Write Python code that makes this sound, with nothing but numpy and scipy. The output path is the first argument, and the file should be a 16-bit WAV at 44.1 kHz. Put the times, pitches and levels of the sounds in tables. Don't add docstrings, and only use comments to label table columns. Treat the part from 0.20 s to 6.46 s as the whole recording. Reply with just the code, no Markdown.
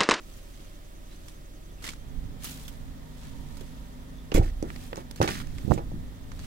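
import sys
import numpy as np
from scipy import signal
from scipy.fft import rfft, irfft, next_fast_len
from scipy.io import wavfile

SR = 44100
rng = np.random.default_rng(int(sys.argv[2]) if len(sys.argv) > 2 else 0)


def master(y):
    cut = np.clip(np.atleast_2d(y).T, -1, 1)
    pcm = np.round(cut * 32767)
    wavfile.write(sys.argv[1], SR, pcm.astype(np.int16))


N = 276066
TIME = np.arange(N) / SR
LN_60_DB = np.log(1000)
SHUT_S = 4.1415
DOOR_LAG_S = 0.000464

# moment in seconds, level in dB, hardness in Hz, share of strength kept by
# each rebound (0-1), ring of the struck spot in Hz, level of that ring against the blow in dB.
BLOWS = [(3.412, -42.5, 350, 0.63, 400, 5), (4.121, -26, 460, 0.35, 400, 1),
         (4.150, -17.5, 286, .16, 304, -9), (4.160, -21, 480, 0.2, 655, -5),
         (4.1745, -21.5, 300, .1, 427, 6), (4.1804, -16, 408, 0.25, 420, 0),
         (4.1985, -19.5, 79, 0, 105, -4), (4.214, -29, 640, .7, 770, 0), (4.4278, -22.5, 350, .05, 293, -4),
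         (4.443, -38, 750, .7, 950, -10.5), (4.730, -27, 594, 0.24, 486, -3),
         (4.778, -28.5, 600, .6, 415, -11), (5.004, -17.5, 400, 0.2, 594, -8),
         (5.0063, -22, 107, 0, 135, -7), (5.0154, -9.5, 626, 0, 1120, -18),
         (5.045, -22.5, 430, 0.05, 330, -8), (5.0773, -24.5, 740, .85, 716, -10),
         (5.578, -26, 550, 0.85, 366, -4), (5.718, -35.5, 450, 0, 680, -6),
         (5.742, -32.5, 160, 0.3, 150, -6)]


def amp(db):
    return 10 ** (np.asarray(db) / 20)


def rms_one(x):
    return x / np.sqrt(np.mean(x ** 2) + 1e-20)


def in_time(rows):
    s, *columns = np.transpose(rows)
    return [np.interp(TIME, s, c) for c in columns]


def swell(s, rise_s, fall_s):
    return np.exp(-np.maximum((s - TIME) / rise_s, (TIME - s) / fall_s).clip(0, 20))


def bell(s, half_length_s):
    return np.exp(-np.minimum(((TIME - s) / half_length_s) ** 2, 20))


def cut(x, hz, kind="low", order=2):
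    sos = signal.butter(order, hz, kind, fs=SR, output="sos")
    return signal.sosfilt(sos, x + 1e-18)


def resonate(x, hz, width_hz):
    r = np.exp(-np.pi * width_hz / SR)
    feed = [(1 - r * r) / 2, 0, (r * r - 1) / 2]
    feedback = [1, -2 * r * np.cos(2 * np.pi * hz / SR), r * r]
    return signal.lfilter(feed, feedback, x + 1e-18)


def narrow_noise(shape, hz, width_hz):
    once = resonate(rng.standard_normal(shape), hz, width_hz)
    return rms_one(resonate(once, hz, width_hz))


def add(out, s, sound):
    start = int(round(s * SR))
    out[..., start:start + sound.shape[-1]] += sound[..., :N - start]


def drift(rate):
    knots = rng.standard_normal(int(N / SR * rate) + 2)
    return rms_one(np.interp(TIME * rate, np.arange(len(knots)), knots))


def noise(colour, alike, size=N, peaks=()):
    length = next_fast_len(size)
    hz = np.arange(length // 2 + 1) * SR / length + 1e-3
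    points, db = np.transpose(colour)
    bumps_db = sum(height / (1 + (2 * (hz - centre) / width) ** 2) for centre, width, height in peaks)
    bass_fade = np.minimum(hz / points[0], 1) ** 2
    gain = amp(np.interp(np.log(hz), np.log(points), db) + bumps_db) * bass_fade
    mid, side = irfft(rfft(rng.standard_normal((2, length))) * gain, length)[:, :size]
    return rms_one(np.sqrt(1 + alike) * mid + np.sqrt(1 - alike) * side * [[1], [-1]])


def place(x, pan_db, lag_s=0):
    left = np.pad(x[0], (round(lag_s * SR), 0))[:N]
    return np.array([left, x[1]]) * amp([[pan_db / 2], [-pan_db / 2]])


def grains(per_s, spread_db, ring_s, smooth):
    size_db = spread_db * np.minimum(rng.exponential(1, N), 4)
    slips = (rng.random(N) < per_s / SR) * amp(size_db) ** 2
    power = signal.lfilter([1], [1, -np.exp(-1 / (ring_s * SR))], slips + 1e-18)
    return rms_one(np.sqrt(power / power.mean() + smooth))


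def grainy(x, per_s, spread_db, ring_s, smooth):
    out = 0
    for hz in (2000, 4000, 8000):
        band = cut(x, hz, order=1)
        out = out + band * grains(per_s, spread_db, ring_s, smooth)
        x = x - band
    return rms_one(out + x * grains(per_s, spread_db, ring_s, smooth))


def engine(waver_db=1.5, fan_wander=0.42, fan_flutter_db=2.5):
    # time in seconds, firings per second, level in dB.
    idle_curve = [(0, 18.8, -44), (1.45, 20.6, -45), (1.9, 24.9, -45.5), (6.26, 25.3, -46)]
    # multiple of the firing rate, level in dB.
    orders = [(1, -2.5), (2, -5), (4, -14.5)]
    # pitch in Hz, level in dB at full load.
    fan_tones = [(150.7, -54), (178, -61), (202, -62), (226, -60), (249, -54.5), (274, -58.5), (566, -71.5),
                 (608, -74.5), (932, -75.5), (1254, -76), (1400, -77), (1800, -78)]
    # frequency in Hz, level in dB per Hz.
    air_colour = [(50, -16.5), (108, -7), (187, -11.5), (256, -13.5), (317, -11.5), (480, -24), (565, -17),
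                  (850, -31.5), (1500, -30), (2200, -32.5), (6000, -36), (15500, -39)]
    # frequency in Hz, level in dB per Hz.
    wash_colour = [(50, 4.5), (119, -6.5), (200, -20.5), (270, -9), (330, -16), (455, -16), (640, -20),
                   (900, -26), (1200, -29), (1830, -28), (2620, -32), (3420, -31.5), (7000, -36.5),
                   (15500, -38)]
    # centre in Hz, width in Hz, height above the rest in dB.
    wash_resonances = [(767, 18, 7), (940, 58, 7), (1065, 26, 5), (1243, 160, 6.5), (1880, 370, 4),
                       (3180, 97, 3), (3570, 450, 4)]
    load_on_s, load_rise_s = 1.42, 0.6
    air_db, wash_db = -50.5, -46
    tick_db, tick_hz, tick_width_hz, tick_fade_db = -66.5, 6250, 680, 4

    firings_per_s, level_db = in_time(idle_curve)
    firing_phase = 2 * np.pi * np.cumsum(firings_per_s) / SR
    throb = sum(amp(level_db + db + waver_db * drift(9.4)) * np.sin(k * firing_phase) for k, db in orders)
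    fan = 0
    for hz, db in fan_tones:
        wander = fan_wander * np.pi * drift(13)
        fan = fan + amp(db + fan_flutter_db * drift(13)) * np.sin(2 * np.pi * hz * TIME + wander)

    load = np.clip((TIME - load_on_s) / load_rise_s, 0, 1)
    idle_wash = amp(air_db) * noise(air_colour, alike=0.5, peaks=wash_resonances)
    loaded_wash = amp(wash_db) * noise(wash_colour, alike=0.24, peaks=wash_resonances)
    wash = np.sqrt(1 - load) * idle_wash + np.sqrt(load) * loaded_wash

    beat = np.sin(firing_phase / 4 + np.pi / 5) ** 4
    hiss = narrow_noise((2, N), tick_hz, tick_width_hz)
    ticking = amp(tick_db - tick_fade_db * load) * beat * hiss
    hum = np.sqrt(2) * (throb + load * fan)
    return place([hum, hum], pan_db=1.5) + ticking + wash


def shoes():
    # moment of the height in seconds, level in dB, rise in seconds, fall in seconds,
    # brightness (low-pass) in Hz.
    scuffs = [(.14, -54.5, 0.14, 0.22, 14100), (.42, -54.5, 0.077, 0.13, 4000),
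              (.93, -53, 0.045, 0.05, 5000), (1.10, -51.5, 0.05, 0.039, 9100),
              (1.648, -37, 0.014, 0.046, 9000), (1.674, -41, .008, .008, 3500),
              (1.692, -39.5, .012, 0.01, 6000), (2.241, -39.5, 0.015, 0.12, 19100),
              (2.40, -57, 0.041, 0.072, 9000), (3.04, -52, 0.056, 0.065, 7000),
              (3.39, -55, 0.34, 0.32, 9000), (4.63, -48, 0.11, 0.084, 12300),
              (5.42, -52.5, 0.097, 0.11, 12000), (6.23, -47.5, 0.07, 0.14, 7240)]
    # frequency in Hz, level in dB per Hz.
    grit_colour = [(300, -6.5), (750, -9), (1300, -4.5), (2100, -4.5), (3200, -0.5), (5000, -3.5),
                   (9000, -4), (15500, -6)]
    # centre in Hz, width in Hz, height above the rest in dB.
    grit_resonances = [(1090, 85, 5), (1790, 78, 4), (2274, 59, 4), (3050, 76, -2)]
    drag = noise(grit_colour, alike=0.057, peaks=grit_resonances)
    grit = grainy(drag, per_s=900, spread_db=4.2, ring_s=.0014, smooth=.15)
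    out = 0
    for s, db, rise_s, fall_s, bright_hz in scuffs:
        out = out + amp(db) * swell(s, rise_s, fall_s) * cut(grit, bright_hz, order=1)
    return out


def chirps(width_hz=350):
    # moment in seconds, level in dB, pitch in Hz, half length in seconds.
    chirp_rows = [(.93, -63, 4000, .025), (1.505, -61, 3400, .008), (1.588, -62, 2650, 0.0069),
                  (1.61, -58, 2600, 0.0082), (1.67, -45, 1900, 0.0073), (2.272, -50, 3050, .005),
                  (2.451, -56, 3430, 0.0069), (2.484, -54, 3450, .004), (3.06, -63, 1790, .02),
                  (3.99, -65, 3500, .03)]
    out = 0
    for s, db, hz, half_length_s in chirp_rows:
        out = out + amp(db) * narrow_noise(N, hz, width_hz) * bell(s, half_length_s)
    return out


def click(bright_hz, t60, ring_hz, crack=0.6, crack_s=0.0005, attack_s=0.00023):
    # frequency in Hz, level in dB per Hz.
    steel_colour = [(200, 13), (700, -1), (1200, 3.5), (2000, -4.5), (2900, 0.5), (3600, -4.5),
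                    (5000, -1.5), (7000, 2), (10000, -1), (15500, 8.5)]
    # centre in Hz, width in Hz, height above the rest in dB.
    latch_resonances = [(1460, 350, 4), (1820, 91, 5), (2060, 170, 9.5), (2250, 25, 13), (2440, 77, 6),
                        (3400, 40, 11.5), (3940, 150, 4.5), (4300, 46, 1), (6350, 490, -1.5)]
    ring_db, ring_width_share = 8, 0.21
    t = TIME[:SR // 5]
    decay = np.exp(-LN_60_DB * t / t60) + crack * np.exp(-t / crack_s)
    attack = 1 - np.exp(-t / attack_s)
    peaks = [*latch_resonances, (ring_hz, ring_width_share * ring_hz, ring_db)]
    contact = noise(steel_colour, alike=0.15, size=len(t), peaks=peaks) * decay * attack
    return cut(contact, bright_hz, order=3)


def clicks(count=4):
    # moment in seconds, level in dB, brightness (low-pass)
    # in Hz, t60 in seconds, ring in Hz.
    contacts = [(1.083, -36, 10600, 0.034, 3280), (1.623, -35, 4000, .03, 1280),
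                (1.6409, -27, 8050, 0.042, 2020), (1.649, -33, 9000, .04, 5200),
                (1.6889, -27.5, 8000, 0.04, 2200), (1.695, -36, 8500, 0.029, 4500),
                (1.721, -41, 9000, .04, 4700), (1.734, -34.5, 8000, 0.033, 1500),
                (2.243, -28.5, 15600, 0.033, 11100), (2.271, -33, 12000, 0.032, 3050),
                (2.308, -38.5, 13000, 0.11, 7000), (2.480, -33.5, 13000, 0.068, 3400),
                (3.369, -40, 10300, .06, 5040), (3.409, -40, 11100, .06, 3520),
                (4.1173, -23.5, 4440, 0.052, 2700), (4.181, -28.5, 14000, .02, 8200),
                (4.4255, -32.5, 10700, 0.029, 5940), (4.5025, -27, 4200, .018, 1410),
                (4.5605, -28, 5000, 0.018, 2000), (4.730, -20.5, 3300, .016, 2330),
                (4.7578, -29, 9300, 0.011, 5270), (4.770, -36, 9000, .025, 6500),
                (4.911, -29, 11000, 0.021, 4200), (4.96, -35, 11100, .04, 4240),
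                (5.0145, -14.5, 5970, 0.028, 1420), (5.027, -24, 10000, 0.033, 5900),
                (5.044, -23.5, 4500, 0.018, 2210), (5.0762, -15, 5500, .026, 2270),
                (5.082, -22.5, 7500, .018, 2100), (5.088, -15, 4000, 0.032, 2240),
                (5.1532, -26.5, 6000, 0.027, 2000), (5.2008, -25, 4440, .025, 1750),
                (5.215, -29, 4900, .025, 1500), (5.270, -39, 9970, .02, 6450),
                (5.383, -27, 5600, 0.019, 1920), (5.537, -34, 10100, 0.068, 7300),
                (5.578, -34, 4000, 0.054, 2620), (6.117, -34, 6470, 0.037, 1700),
                (6.192, -35, 8950, .03, 4000), (6.243, -37, 6000, .05, 1700)]
    claw_db, claw_hz, claw_t60_s, claw_ring_hz = -23.5, 12500, 0.12, 2300
    claw_gap_s, claw_loss_db, claw_dulling = .0095, 0.6, 0.74
    out = np.zeros((2, N))
    for s, db, bright_hz, t60, ring_hz in contacts:
        add(out, s, amp(db) * click(bright_hz, t60, ring_hz))
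    for k in range(count):
        contact = click(claw_hz * claw_dulling ** k, claw_t60_s, claw_ring_hz)
        add(out, SHUT_S + k * claw_gap_s, amp(claw_db - k * claw_loss_db) * contact)
    return out


def wind():
    # moment of the height in seconds, level in dB, left minus right in dB.
    puffs = [(2.04, -38.5, -11), (2.6, -45, -10.5), (3.22, -46.5, -17), (3.47, -47, -6), (4.5, -41, -5),
             (5.33, -35.5, -5), (5.7, -34, 0.5), (6.18, -39.5, 2)]
    # frequency in Hz, level in dB per Hz.
    rumble_colour = [(15, 4), (28, -2.5), (70, -6.5), (130, -10.5), (300, -23.5), (900, -69)]
    rumble = noise(rumble_colour, alike=0.67)
    return sum(place(amp(db) * bell(s, half_length_s=0.18) * rumble, pan_db) for s, db, pan_db in puffs)


def whine():
    tone = narrow_noise((2, N), hz=937, width_hz=68)
    return amp(-62) * bell(3.33, half_length_s=.4) * tone


def rebounds(blows, count=3):
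    gap_s, scatter = 0.007015, 0.307
    contacts = []
    for s, db, hard_hz, share, *_ in blows:
        change_db = 20 * np.log10(np.clip(share, .01, 1))
        for k, chance in enumerate(rng.uniform(-0.91, 1, count)):
            contacts.append((s, db + k * change_db, hard_hz))
            s += gap_s * (1 + scatter * chance)
    return contacts


def pushes(contacts):
    out, t = np.zeros(N), TIME[:SR // 20]
    middle = t.mean()
    for s, db, hard_hz in contacts:
        age = 2 * np.pi * hard_hz * (t - middle)
        pulse = -age * np.exp(.5 - np.minimum(age ** 2 / 2, 60))
        add(out, s - middle, amp(db) * pulse)
    return out


def struck_spots(t60=0.036, attack_s=0.001):
    out, t = np.zeros(N), TIME[:SR // 5]
    fade = np.exp(-LN_60_DB * t / t60) * (1 - np.exp(-t / attack_s))
    for s, db, _, _, ring_hz, ring_db in BLOWS:
        add(out, s, -amp(db + ring_db) * fade * np.sin(2 * np.pi * ring_hz * t))
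    return out


def door(direct_db=-1, panel_db=-1, body_db=-0.5, body_t60=0.22):
    # pitch in Hz, level in dB, t60 in seconds.
    skin_modes = [(83.4, 5.5, 0.5), (105, 2, 0.065), (164, 2.5, 0.032), (219, 5, 0.41), (313, 1.5, 0.043),
                  (380, -1, 0.099), (405.4, -3, 0.44), (436, 3, 0.2), (548, -7, .2), (642, 0, .3),
                  (716, -7, 0.26), (775, 3, 0.13), (809, 3, 0.16), (895, 2, 0.16)]
    # frequency in Hz, level in dB per Hz.
    body_colour = [(50, -20), (130, 8.5), (400, 6.5), (800, -0.5), (1200, 0.5), (2000, 20), (5000, -21),
                   (15000, -4)]
    force, t = pushes(rebounds(BLOWS)), TIME[:SR // 3]
    skin = sum(amp(db) * resonate(force, hz, LN_60_DB / (np.pi * t60)) for hz, db, t60 in skin_modes)
    tail = noise(body_colour, alike=0.97, size=len(t)) * np.exp(-LN_60_DB * t / body_t60)
    tail /= np.sqrt(np.mean(np.abs(rfft(tail)[:, 30:300]) ** 2))
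    body = signal.fftconvolve(force[None], tail, axes=1)[:, :N]
    return amp(direct_db) * force + struck_spots() + amp(panel_db) * skin + amp(body_db) * body


def cabin():
    # pitch in Hz, level in dB, t60 in seconds.
    swings = [(28.2, -12.5, 0.68), (49.9, -26.5, 0.96), (84.7, -20, 0.32)]
    delay_s = 0.005
    out = np.zeros((2, N))
    for hz, db, t60 in swings:
        swing = np.sin(2 * np.pi * hz * TIME) * np.exp(-LN_60_DB * TIME / t60)
        add(out, SHUT_S + delay_s, amp(db) * swing)
    return out


def stroke(start, length):
    attack_s, release_s, fade_db = 0.012, 0.008, 7.5
    age = TIME - start
    attack = np.clip(age / attack_s, 0, 1)
    hold = amp(-fade_db * np.clip(age / length, 0, 1))
    release = np.exp(-np.clip((age - length) / release_s, 0, 20))
    return attack * hold * release


def linkage(friction_db=-2.3, ring_db=-8.0):
    # start in seconds, length in seconds, level in dB.
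    slides = [(4.218, 0.083, -41.5), (4.473, 0.11, -49), (4.757, 0.058, -42), (4.963, 0.077, -45),
              (5.009, 0.056, -28), (5.074, 0.028, -28), (5.097, .118, -31.8), (5.207, 0.26, -51.5),
              (5.499, 0.059, -39), (5.567, 0.026, -43)]
    # frequency in Hz, level in dB per Hz.
    rasp_colour = [(150, 33), (400, 13), (750, -30), (1150, 12), (1550, 6), (1950, -17), (2300, -26),
                   (2900, 11), (4650, 6.5), (7200, 5), (10000, 2), (15500, -3)]
    # centre in Hz, width in Hz, level in dB.
    rod_resonances = [(1470, 300, 2.5), (1810, 210, 3), (1960, 99, -20), (2241, 9.8, 7.5), (2560, 140, 1),
                      (2740, 120, -2.5), (3530, 140, -5), (4660, 90, -7), (5050, 740, -9.5)]
    rasp = noise(rasp_colour, alike=0.19)
    friction = grainy(rasp, per_s=850, spread_db=2.8, ring_s=.0011, smooth=.25)
    ringing = 0
    for hz, width_hz, db in rod_resonances:
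        slips = grains(per_s=220, spread_db=2.7, ring_s=.0006, smooth=.03)
        ringing = ringing + amp(db) * resonate(slips * rng.standard_normal(N), hz, width_hz)
    effort = sum(amp(db) * stroke(start, length) for start, length, db in slides)
    return effort * (amp(friction_db) * friction + amp(ring_db) * rms_one(ringing))


def finger(leak_db=-19, leak_hz=300, vent_hz=75, case_hz=345, case_width_hz=45, case_db=-2):
    # moment in seconds, level in dB, hardness in Hz.
    bump_rows = [(5.45, -11.5, 133), (5.4799, -11, 195), (5.5036, -6, 140), (5.511, -6, 674),
                 (5.5172, -2, 181), (5.5192, 0.5, 710), (5.564, -13.5, 130)]
    # frequency in Hz, level in dB per Hz.
    skin_colour = [(60, 12.5), (300, 10.5), (800, -9), (1400, -35), (3000, -29), (8000, -43)]
    squeeze = sum(amp(db) * bell(s, np.sqrt(2) / (2 * np.pi * hard_hz)) for s, db, hard_hz in bump_rows)
    rub = amp(-18) * swell(5.521, rise_s=0.026, fall_s=0.026) * noise(skin_colour, alike=0.48)[0]
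    vented = cut(squeeze, vent_hz, "high", order=1)
    casing = amp(case_db) * resonate(squeeze, case_hz, case_width_hz)
    right = vented + casing + rub
    left = amp(leak_db) * cut(right, leak_hz)
    return np.array([left, right])


def scene():
    around = shoes() + chirps() + whine() + place(engine(), pan_db=-1.1, lag_s=.00038)
    car_door = place(door() + clicks(), pan_db=-3.5, lag_s=DOOR_LAG_S)
    handle = place(linkage(), pan_db=-1.5, lag_s=DOOR_LAG_S)
    boom = place(cabin(), pan_db=0.0, lag_s=0.00042)
    return around + car_door + handle + boom + wind() + finger()


def record(dry):
    # frequency in Hz, left minus right in dB.
    port_balance = [(60, -2), (380, 0), (700, -2.5), (1300, -0.8), (2400, 0), (4400, -4.5), (8100, -4),
                    (11000, 3), (14500, 4.5)]
    overload, cutoff_hz = .9, 15750
    hz = np.linspace(1, SR / 2, N // 2 + 1)
    points, db = np.transpose(port_balance)
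    balance_db = np.interp(np.log(hz), np.log(points), db)
    heard = irfft(rfft(dry) * amp([balance_db / 2, -balance_db / 2]), N)
    heard = heard / (1 + (heard / overload) ** 4) ** (1 / 4)
    return signal.sosfilt(signal.ellip(10, .1, 90, cutoff_hz, fs=SR, output="sos"), heard)


dry = scene()
out = record(dry)
master(out)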